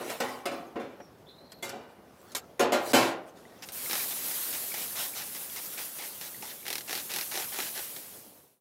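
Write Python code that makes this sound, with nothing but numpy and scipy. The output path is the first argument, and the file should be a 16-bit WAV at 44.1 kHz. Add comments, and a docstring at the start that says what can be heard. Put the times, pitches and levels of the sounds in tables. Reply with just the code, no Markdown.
"""Planks knock on a gas grill outdoors while steel tongs scrape, squeak and tick; the tongs then drop on the side shelf.
Blows ring damped modes and dense noise; rubbing is gritty noise; the hinge squeaks in unsteady tones.
A trigger bottle is then pumped about five times a second: its plastic lever creaks in stick-slip snaps,
the jet rushes, the pump plips and the mist sizzles on hot wood and bars, all as shaped noise and short tones.
Burners and garden murmur underneath; one close microphone; the sound fades out at the end."""
import sys
import numpy as np
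from scipy import signal
from scipy.fft import rfft, irfft, next_fast_len
from scipy.io import wavfile
from scipy.ndimage import uniform_filter1d, map_coordinates

SR = 44100
rng = np.random.default_rng(int(sys.argv[2]) if len(sys.argv) > 2 else 0)


def dump(signal):
    """Clip the signal to [-1, 1] and save it as 16-bit WAV at the path in sys.argv[1]."""
    limited = np.clip(np.atleast_2d(signal).T, -1, 1)
    pcm = np.round(limited * 32767).astype(np.int16)
    wavfile.write(sys.argv[1], SR, pcm)


def voltage_ratio(level):
    """Linear amplitude factor for a level in decibels (scalar or array-like)."""
    return 10 ** (np.asarray(level, float) / 20)


N = 379319

# dense ringing of the grill: freq_hz, density_db_per_hz
GRILL_SPECTRUM = [(50, -34), (125, -8), (165, -22.5), (230, -5.5), (470, -1), (750, -2.5), (950, -7.5),
                  (3300, -16), (13800, -22), (16000, -32)]
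# pulls of the trigger: start_s, jet_db, length_s, lever_catch_db
TRIGGER_PULLS = [(3.622, -42, 0.025, -34), (3.687, -47, 0.023, -29), (3.895, -39, 0.15, -46),
                 (4.106, -38, 0.023, -34.5), (4.311, -49.5, 0.051, -25.5), (4.528, -39, 0.04, -30),
                 (4.74, -41.5, 0.12, -24), (4.953, -36.5, 0.11, -43), (5.15, -41.5, 0.098, -39),
                 (5.348, -42.5, 0.039, -31), (5.56, -42, 0.039, -27), (5.773, -39.5, 0.061, -35),
                 (5.985, -42.5, 0.074, -28), (6.211, -44.5, 0.076, -27), (6.423, -45, 0.11, -27.5),
                 (6.653, -44.5, 0.14, -32.5), (6.875, -39.5, 0.14, -36), (7.093, -38.5, 0.14, -37),
                 (7.313, -39, 0.14, -28.5), (7.52, -40.5, .17, -31), (7.748, -40.5, 0.057, -39),
                 (7.963, -64, 0.024, -29)]


def unit(x):
    """Scaled to rms 1."""
    return x / np.sqrt(np.mean(x ** 2) + 1e-20)


def along(points, hz):
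    """(Hz, value) points interpolated on a log frequency axis."""
    f, v = np.transpose(points)
    return np.interp(np.log(hz + 1), np.log(f + 1), v)


def wobble(rate_hz):
    """A smooth random curve with rate_hz knots a second."""
    knots = rng.standard_normal(int(N * rate_hz / SR) + 4)
    return map_coordinates(knots, [np.arange(N) * rate_hz / SR])


def filtered(x, response):
    """x through a complex response of frequency."""
    m = next_fast_len(len(x) + 8192)
    return irfft(rfft(x, m) * response(np.fft.rfftfreq(m, 1 / SR)), m)[:len(x)]


def rush(spectrum, patchy_db, grain):
    """Coloured noise of rms 1 with patches of random gain; grain makes single samples stand out."""
    spiky = rng.standard_normal(N) * np.exp(grain * rng.standard_normal(N))
    z = signal.stft(spiky, nperseg=512)[2]
    field = uniform_filter1d(rng.standard_normal(z.shape), 6, 0)
    field = uniform_filter1d(field, 8, 1)
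    patched = signal.istft(z * voltage_ratio(patchy_db * unit(field)), nperseg=512)[1][:N]
    return unit(filtered(patched, lambda hz: voltage_ratio(along(spectrum, hz))))


def murmur():
    """Gas flames and the far garden: coloured noise, slowly breathing."""
    # freq_hz, density_db_per_hz
    murmur_spectrum = [(25, -5), (60, 14), (123, 2), (560, 0.5), (1160, -9), (2600, -22), (5500, -27),
                       (8000, -43), (11000, -36), (16000, -46.5)]
    breath_db = .6 * wobble(1.5) + .5 * wobble(9)
    return voltage_ratio(-53.0 + breath_db) * rush(murmur_spectrum, patchy_db=1.5, grain=0.21)


def rubbing():
    """Gritty friction of tongs, planks and hands: a bright rasp and the dull answer of the cabinet."""
    # bright rasp: freq_hz, density_db_per_hz
    rasp_spectrum = [(700, -32.5), (1300, -4.5), (2400, -13.5), (16000, -20)]
    # start_s, strongest_s, end_s, level_db, dull_re_bright_db
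    rubs = [(-.3, 0.115, 0.31, -47.5, 9), (0.145, 0.29, 0.54, -49.5, 5.5), (.45, 0.516, .9, -56.5, 0.5),
            (1.9, 2.325, 2.66, -57.5, -3), (2.715, 2.923, 2.93, -37.5, 3.5), (3.239, 3.285, 3.33, -61, 7),
            (3.327, 3.375, 4, -67.5, 12), (3.442, 3.594, 4.1, -60, -15)]
    rasp = rush(rasp_spectrum, patchy_db=6.5, grain=0.8)
    dull = rush(GRILL_SPECTRUM, patchy_db=3.5, grain=0.69)
    out, t = np.zeros(N), np.arange(N) / SR
    for start_s, strongest_s, end_s, level_db, dull_db in rubs:
        pressure = np.interp(t, [start_s, strongest_s, end_s], [0, 1, 0]) ** 2.02
        out += voltage_ratio(level_db) * pressure * (rasp + voltage_ratio(dull_db) * dull)
    return out


def squeaks():
    """Stick-slip tones of the hinge, rough and unsteady in pitch."""
    # start_s, length_s, first_hz, last_hz, level_db
    hinge_squeaks = [(1, 0.094, 5700, 5480, -63), (1.261, 0.11, 3460, 3780, -57.5),
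                     (1.282, 0.085, 3880, 4200, -58), (1.497, .125, 11700, 12050, -65),
                     (1.368, 0.11, 3980, 4220, -56), (1.469, .15, 4130, 4240, -57)]
    rise_share, edge_db = 0.26, -7  # share of the length spent rising; both ends re top
    out, t = np.zeros(N), np.arange(N) / SR
    for start_s, length_s, first_hz, last_hz, level_db in hinge_squeaks:
        glide_hz = np.interp(t - start_s, [0, length_s], [first_hz, last_hz])
        shape_db = np.interp((t - start_s) / length_s, [0, rise_share, 1], [edge_db, 0, edge_db],
                             left=-150, right=-150)
        rough_db = 3 * wobble(150) + 2 * wobble(35)
        phase = 2 * np.pi * np.cumsum(glide_hz + 130 * wobble(900)) / SR
        out += voltage_ratio(level_db + shape_db + rough_db) * np.sin(phase)
    return out


def plips():
    """Bubbles and valve pops in the pump, and small snaps and knocks of the lever: a short tone that rises as
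    it dies."""
    # start_s, level_db, pitch_hz
    plip_tones = [(3.453, -44.5, 1920), (3.861, -33, 2090), (4.719, -34, 2220), (4.91, -40, 1720),
                  (5.137, -37, 2280), (5.499, -38, 3350), (5.995, -40, 770), (6.345, -41, 1900),
                  (6.43, -37, 800), (6.63, -44, 2230)]
    out, t = np.zeros(N + SR), np.arange(SR // 25) / SR
    for start_s, level_db, pitch_hz in plip_tones:
        t60_s = 55 / pitch_hz
        tone = np.sin(2 * np.pi * pitch_hz * t * (1 + 4 * t))
        out[round(start_s * SR):][:len(t)] += voltage_ratio(level_db - 60 * t / t60_s) * tone
    return out[:N]


def jet_flow():
    """Flow of the jet: each pull starts quickly and stops quickly."""
    t, flow = np.arange(N) / SR, np.zeros(N)
    for start_s, jet_db, length_s, _ in TRIGGER_PULLS:
        knots_s = [0, .004, 0.53 * length_s, length_s, length_s + 0.0099]
        flow += voltage_ratio(jet_db) * np.interp(t - start_s, knots_s, [0.0014, 0.82, 1.0, 0.59, 0.0008])
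    return flow


def spray():
    """Droplets flash to steam in a fine sizzle; the jet adds turbulent noise that follows its flow."""
    # steam: freq_hz, density_db_per_hz
    sizzle_spectrum = [(250, -13.5), (500, -11.5), (2500, -10), (7500, -7.5), (12300, -0.5), (15700, -4.5),
                       (16200, -46)]
    # jet: freq_hz, density_db_per_hz
    jet_spectrum = [(200, -10.5), (400, -10.5), (650, -6.5), (820, -2.5), (1100, -8.5), (2000, -3),
                    (6000, -6.5), (7500, -9), (16000, -18)]
    # lasting sizzle: time_s, level_db
    wetness = [(3.72, -42), (3.78, -37), (4.02, -34.5), (4.4, -34), (4.93, -38.5), (5.02, -35), (5.11, -41),
               (5.75, -40), (6.6, -46), (6.85, -46.5), (7.25, -39), (7.9, -40.5), (8.3, -53), (8.6, -54)]
    flash_db, landing_s = -2, 0.075  # fresh mist re jet; spread of its landing
    flow = jet_flow()
    landing = np.hanning(round(landing_s * SR))
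    fresh = np.abs(signal.fftconvolve(flow, landing / landing.sum())[:N])
    lasting = voltage_ratio(np.interp(np.arange(N) / SR, *np.transpose(wetness), left=-150))
    strength = np.hypot(lasting, voltage_ratio(flash_db) * fresh) * voltage_ratio(0.7 * wobble(30))
    sizzle = strength * rush(sizzle_spectrum, patchy_db=1.5, grain=0.24)
    jet = flow * voltage_ratio(wobble(70)) * rush(jet_spectrum, patchy_db=2.5, grain=0.5)
    return sizzle + jet


def slips():
    """(time_s, level_db, brightness_db) per slip: a catch each pull, and runs with settling gaps and arcing strength."""
    # first_slip_s, slips, settled_gap_s, level_db, strongest_share_of_run, brightness_db
    chatter = [(3.897, 5, .0245, -18, .5, 0), (5.781, 2, .02, -25, .5, 0), (6.666, 7, .0268, -18, .45, 2),
               (6.895, 6, .0245, -19, .42, 1), (7.103, 6, .025, -18, .65, 3),
               (7.341, 5, .0245, -20, .45, -2), (7.545, 2, .026, -26, .5, -5),
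               (7.588, 4, .026, -19, .25, -6), (7.777, 2, .028, -24, .5, -6)]
    catch_s, arc_db = .001, 42  # lever catches just after the pull starts; swell and fade of a run
    gap_short, gap_settles = .45, .35  # share the first gap lacks; what is left of that lack each next gap
    rows = [(start_s + catch_s, catch_db, 0) for start_s, _, _, catch_db in TRIGGER_PULLS]
    for first_s, number, gap_s, level_db, strongest, bright_db in chatter:
        k = np.arange(round(number))
        gaps_s = gap_s * (1 - gap_short * gap_settles ** (k - 1.)) * (k > 0)
        times_s = first_s + np.cumsum(gaps_s)
        levels_db = level_db - arc_db * ((k + .5) / len(k) - strongest) ** 2
        rows += zip(times_s, levels_db, [bright_db] * len(k))
    return rows


def shell(modes):
    """Response of the bottle shell: resonances in parallel with alternating signs."""
    def response(f):
        total = 0
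        for k, (centre_hz, width_hz, db) in enumerate(modes):
            resonance = 1j * f * width_hz / (centre_hz ** 2 - f * f + 1j * f * width_hz)
            total = total + (-1) ** k * voltage_ratio(db) * resonance
        return total
    return response


def creaks():
    """Each slip of the lever is a snap with a short buzz and a rebound, coloured by the hollow bottle."""
    # centre_hz, width_hz, gain_db
    bottle_modes = [(370, 114, 5.5), (800, 94, 7), (2020, 1270, 2.5), (4240, 1000, 3), (5510, 850, 3),
                    (12230, 5100, -4)]
    low, high = np.zeros((2, N + SR))
    t = np.arange(SR // 25) / SR
    for time_s, level_db, bright_db in slips():
        rebound = voltage_ratio(-10.5 - 60 * abs(t - .008) / 0.035)
        buzz = voltage_ratio(-60 * t / 0.016) + rebound
        slip = 0.27 * buzz * rng.standard_normal(len(t))
        slip[0] += 1.05  # snap
        i = round(time_s * SR)
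        low[i:][:len(t)] += voltage_ratio(level_db + 7.5 - .5 * bright_db) * slip
        high[i:][:len(t)] += voltage_ratio(level_db + 7.5 + .5 * bright_db) * slip
    return filtered(low[:N], shell(bottle_modes[:3])) - filtered(high[:N], shell(bottle_modes[3:]))


def contacts():
    """Every blow: (start_s, level_db, boom_db, treble_db, contact_s, ring_out_factor, tongs_db)."""
    # planks on the bars: start_s, level_db, hardness_db (treble), contact_s, ring_out_factor
    knocks = [(0.001, -33.5, -37, 0.017, 0.64), (0.098, -28.5, -7, 0.005, 0.57),
              (0.2019, -17, -12, 0.017, 0.32), (0.2342, -28.5, -17.5, 0.0074, 1.7),
              (0.4553, -23, -11.5, 0.0036, 0.75), (0.5143, -31, -22.5, 0.0038, 1.45),
              (0.7565, -29.5, -35.5, 0.0032, 0.76), (0.7963, -35.5, -22, 0.018, 1.5),
              (1.001, -37.5, -36, 0.004, 0.12), (1.728, -43, -49, 0.0052, 0.86)]
    # loose tongs on a bar: start_s, level_db, contact_s
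    clanks = [(1.625, -34.5, 0.0073)]
    # tips of the gripped tongs on steel: start_s, level_db, treble_db, contact_s
    ticks = [(1.5189, -36, -5, 0.006), (1.6933, -28.5, -4.5, 0.01), (2.318, -44, 4, 0.0092),
             (2.349, -18.5, -3, 0.0073), (2.3628, -25, 2, 0.013)]
    # tongs on the side shelf: start_s, level_db, treble_db, contact_s
    drops = [(2.594, -14.5, -14.5, 0.019), (2.7209, -15, -13, 0.024), (2.933, -9, -11, 0.061)]
    # softer knocks boom more, harder ones ring the tongs more
    rows = [(s, db, -12 - 0.36 * hard_db, hard_db, contact_s, factor, -2.5 + 0.68 * hard_db)
            for s, db, hard_db, contact_s, factor in knocks]
    rows += [(s, db, -4, -6, contact_s, 1.75, 9) for s, db, contact_s in clanks]
    # the grip damps everything
    rows += [(s, db, -18.5, treble_db, contact_s, 0.15, -14) for s, db, treble_db, contact_s in ticks]
    rows += [(s, db, -5.5, treble_db, contact_s, 0.89, -16) for s, db, treble_db, contact_s in drops]
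    return rows


def ring(modes, t, factor, blur):
    """Damped modes at new strengths for every blow; loose joints let the phase wander."""
    hz, db, t60_s = np.transpose(modes)[:, :, None]
    luck_db = 2.5 * rng.standard_normal((len(modes), 1))
    wander = blur * np.cumsum(rng.standard_normal((len(modes), len(t))), axis=1)
    decay = voltage_ratio(db + luck_db - 60 * t / (factor * t60_s))
    return np.sum(decay * np.sin(2 * np.pi * hz * t + wander), axis=0)


def dense_ringing(t, thicket, boom_db, treble_db, factor):
    """Many small grill modes as noise that dies at its own rate in each band."""
    # freq_hz, t60_s
    grill_decay = [(150, 0.54), (600, 0.62), (2000, 0.48), (5000, 0.28), (12000, 0.12)]
    noise = unit(irfft(thicket * rfft(rng.standard_normal(SR))))
    hz, frames_s, z = signal.stft(noise, SR, nperseg=128)
    t60_s = factor * along(grill_decay, hz)[:, None]
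    dying = signal.istft(z * voltage_ratio(-60 * frames_s / t60_s), SR, nperseg=128)[1][:SR]
    # (Hz, dB): where and how hard the blow lands
    tilt = [(600, boom_db + 5), (1400, 0.0044), (2200, 0.0095),
            (4500, 0.5 * (treble_db + 14.5)), (8000, treble_db + 12.0)]
    coloured = filtered(dying, lambda f: voltage_ratio(along(GRILL_SPECTRUM, f) + along(tilt, f)))
    rise_s = .0002 * voltage_ratio(-treble_db / 2)  # soft blows set in gently
    return coloured * np.sin(np.pi / 2 * np.minimum(1, t / rise_s)) ** 2


def blows():
    """Each contact rattles for a moment and sets cabinet, bars and tongs ringing."""
    # sheet steel and bars: freq_hz, level_db, t60_s
    cabinet_modes = [(226, -10, .4), (254, -6, .38), (366, -8, .45), (462, -6, .35), (556, 0, .4),
                     (727, -5, .35), (1075, -12, .3), (1200, -12, .35), (1508, -11, .35), (2980, -28, .4)]
    # freq_hz, level_db, t60_s
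    tongs_modes = [(1518, -18, 1.3), (1630, -7, .07), (2100, 1, .17), (2309, -20, .75), (2880, -21, 1),
                   (3430, 2, .07), (3892, -24, .6), (4530, -20, .5), (5190, -25, .6), (6790, -9, .12),
                   (7560, -17, .3), (11160, -25, .35), (12130, -19, .35)]
    out, t = np.zeros(N + SR), np.arange(SR) / SR
    # panels and bars hold a small mode every 9 Hz or so
    thicket = .35 + (rng.random(SR // 2 + 1) < 1 / 9)
    for start_s, level_db, boom_db, treble_db, contact_s, factor, tongs_db in contacts():
        dense = dense_ringing(t, thicket, boom_db, treble_db, factor)
        touch_s = t[:round(SR * 3 * contact_s)]
        rattle = rng.standard_normal(len(touch_s)) ** 3 * np.exp(-touch_s / contact_s)
        rattle[0] = 0.54 * np.linalg.norm(rattle)  # strong first touch
        clatter = 6 * np.std(dense) * unit(signal.fftconvolve(dense, rattle)[:SR])
        build_up = 1 - np.exp(-t / (0.16 * contact_s))
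        boom = voltage_ratio(boom_db - .4) * build_up * ring(cabinet_modes, t, factor, blur=.02)
        clink = voltage_ratio(tongs_db) * np.minimum(1, t / .005) * ring(tongs_modes, t, min(factor, 1), blur=.022)
        out[round(start_s * SR):][:SR] += voltage_ratio(level_db - 6) * (clatter + boom + clink)
    return out[:N]


def scene():
    """All sources reach one microphone, alike in both channels, and fade out."""
    # start_s, end_s
    fade_out = (8.205, 8.608)
    mono = murmur() + rubbing() + squeaks() + plips() + spray() + creaks() + blows()
    return np.interp(np.arange(N) / SR, fade_out, [1, 0]) * np.array([mono, mono])


def low_pass(x):
    """Removes everything above the highest recorded frequency."""
    return signal.sosfilt(signal.butter(12, 15900, fs=SR, output="sos"), x)


def record(dry):
    """The microphone drops the deep bass below about 130 Hz."""
    low_cut = signal.butter(3, 130, "high", fs=SR, output="sos")
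    mix = signal.sosfilt(low_cut, dry)
    return low_pass(mix)


dry = scene()
out = record(dry)
dump(out)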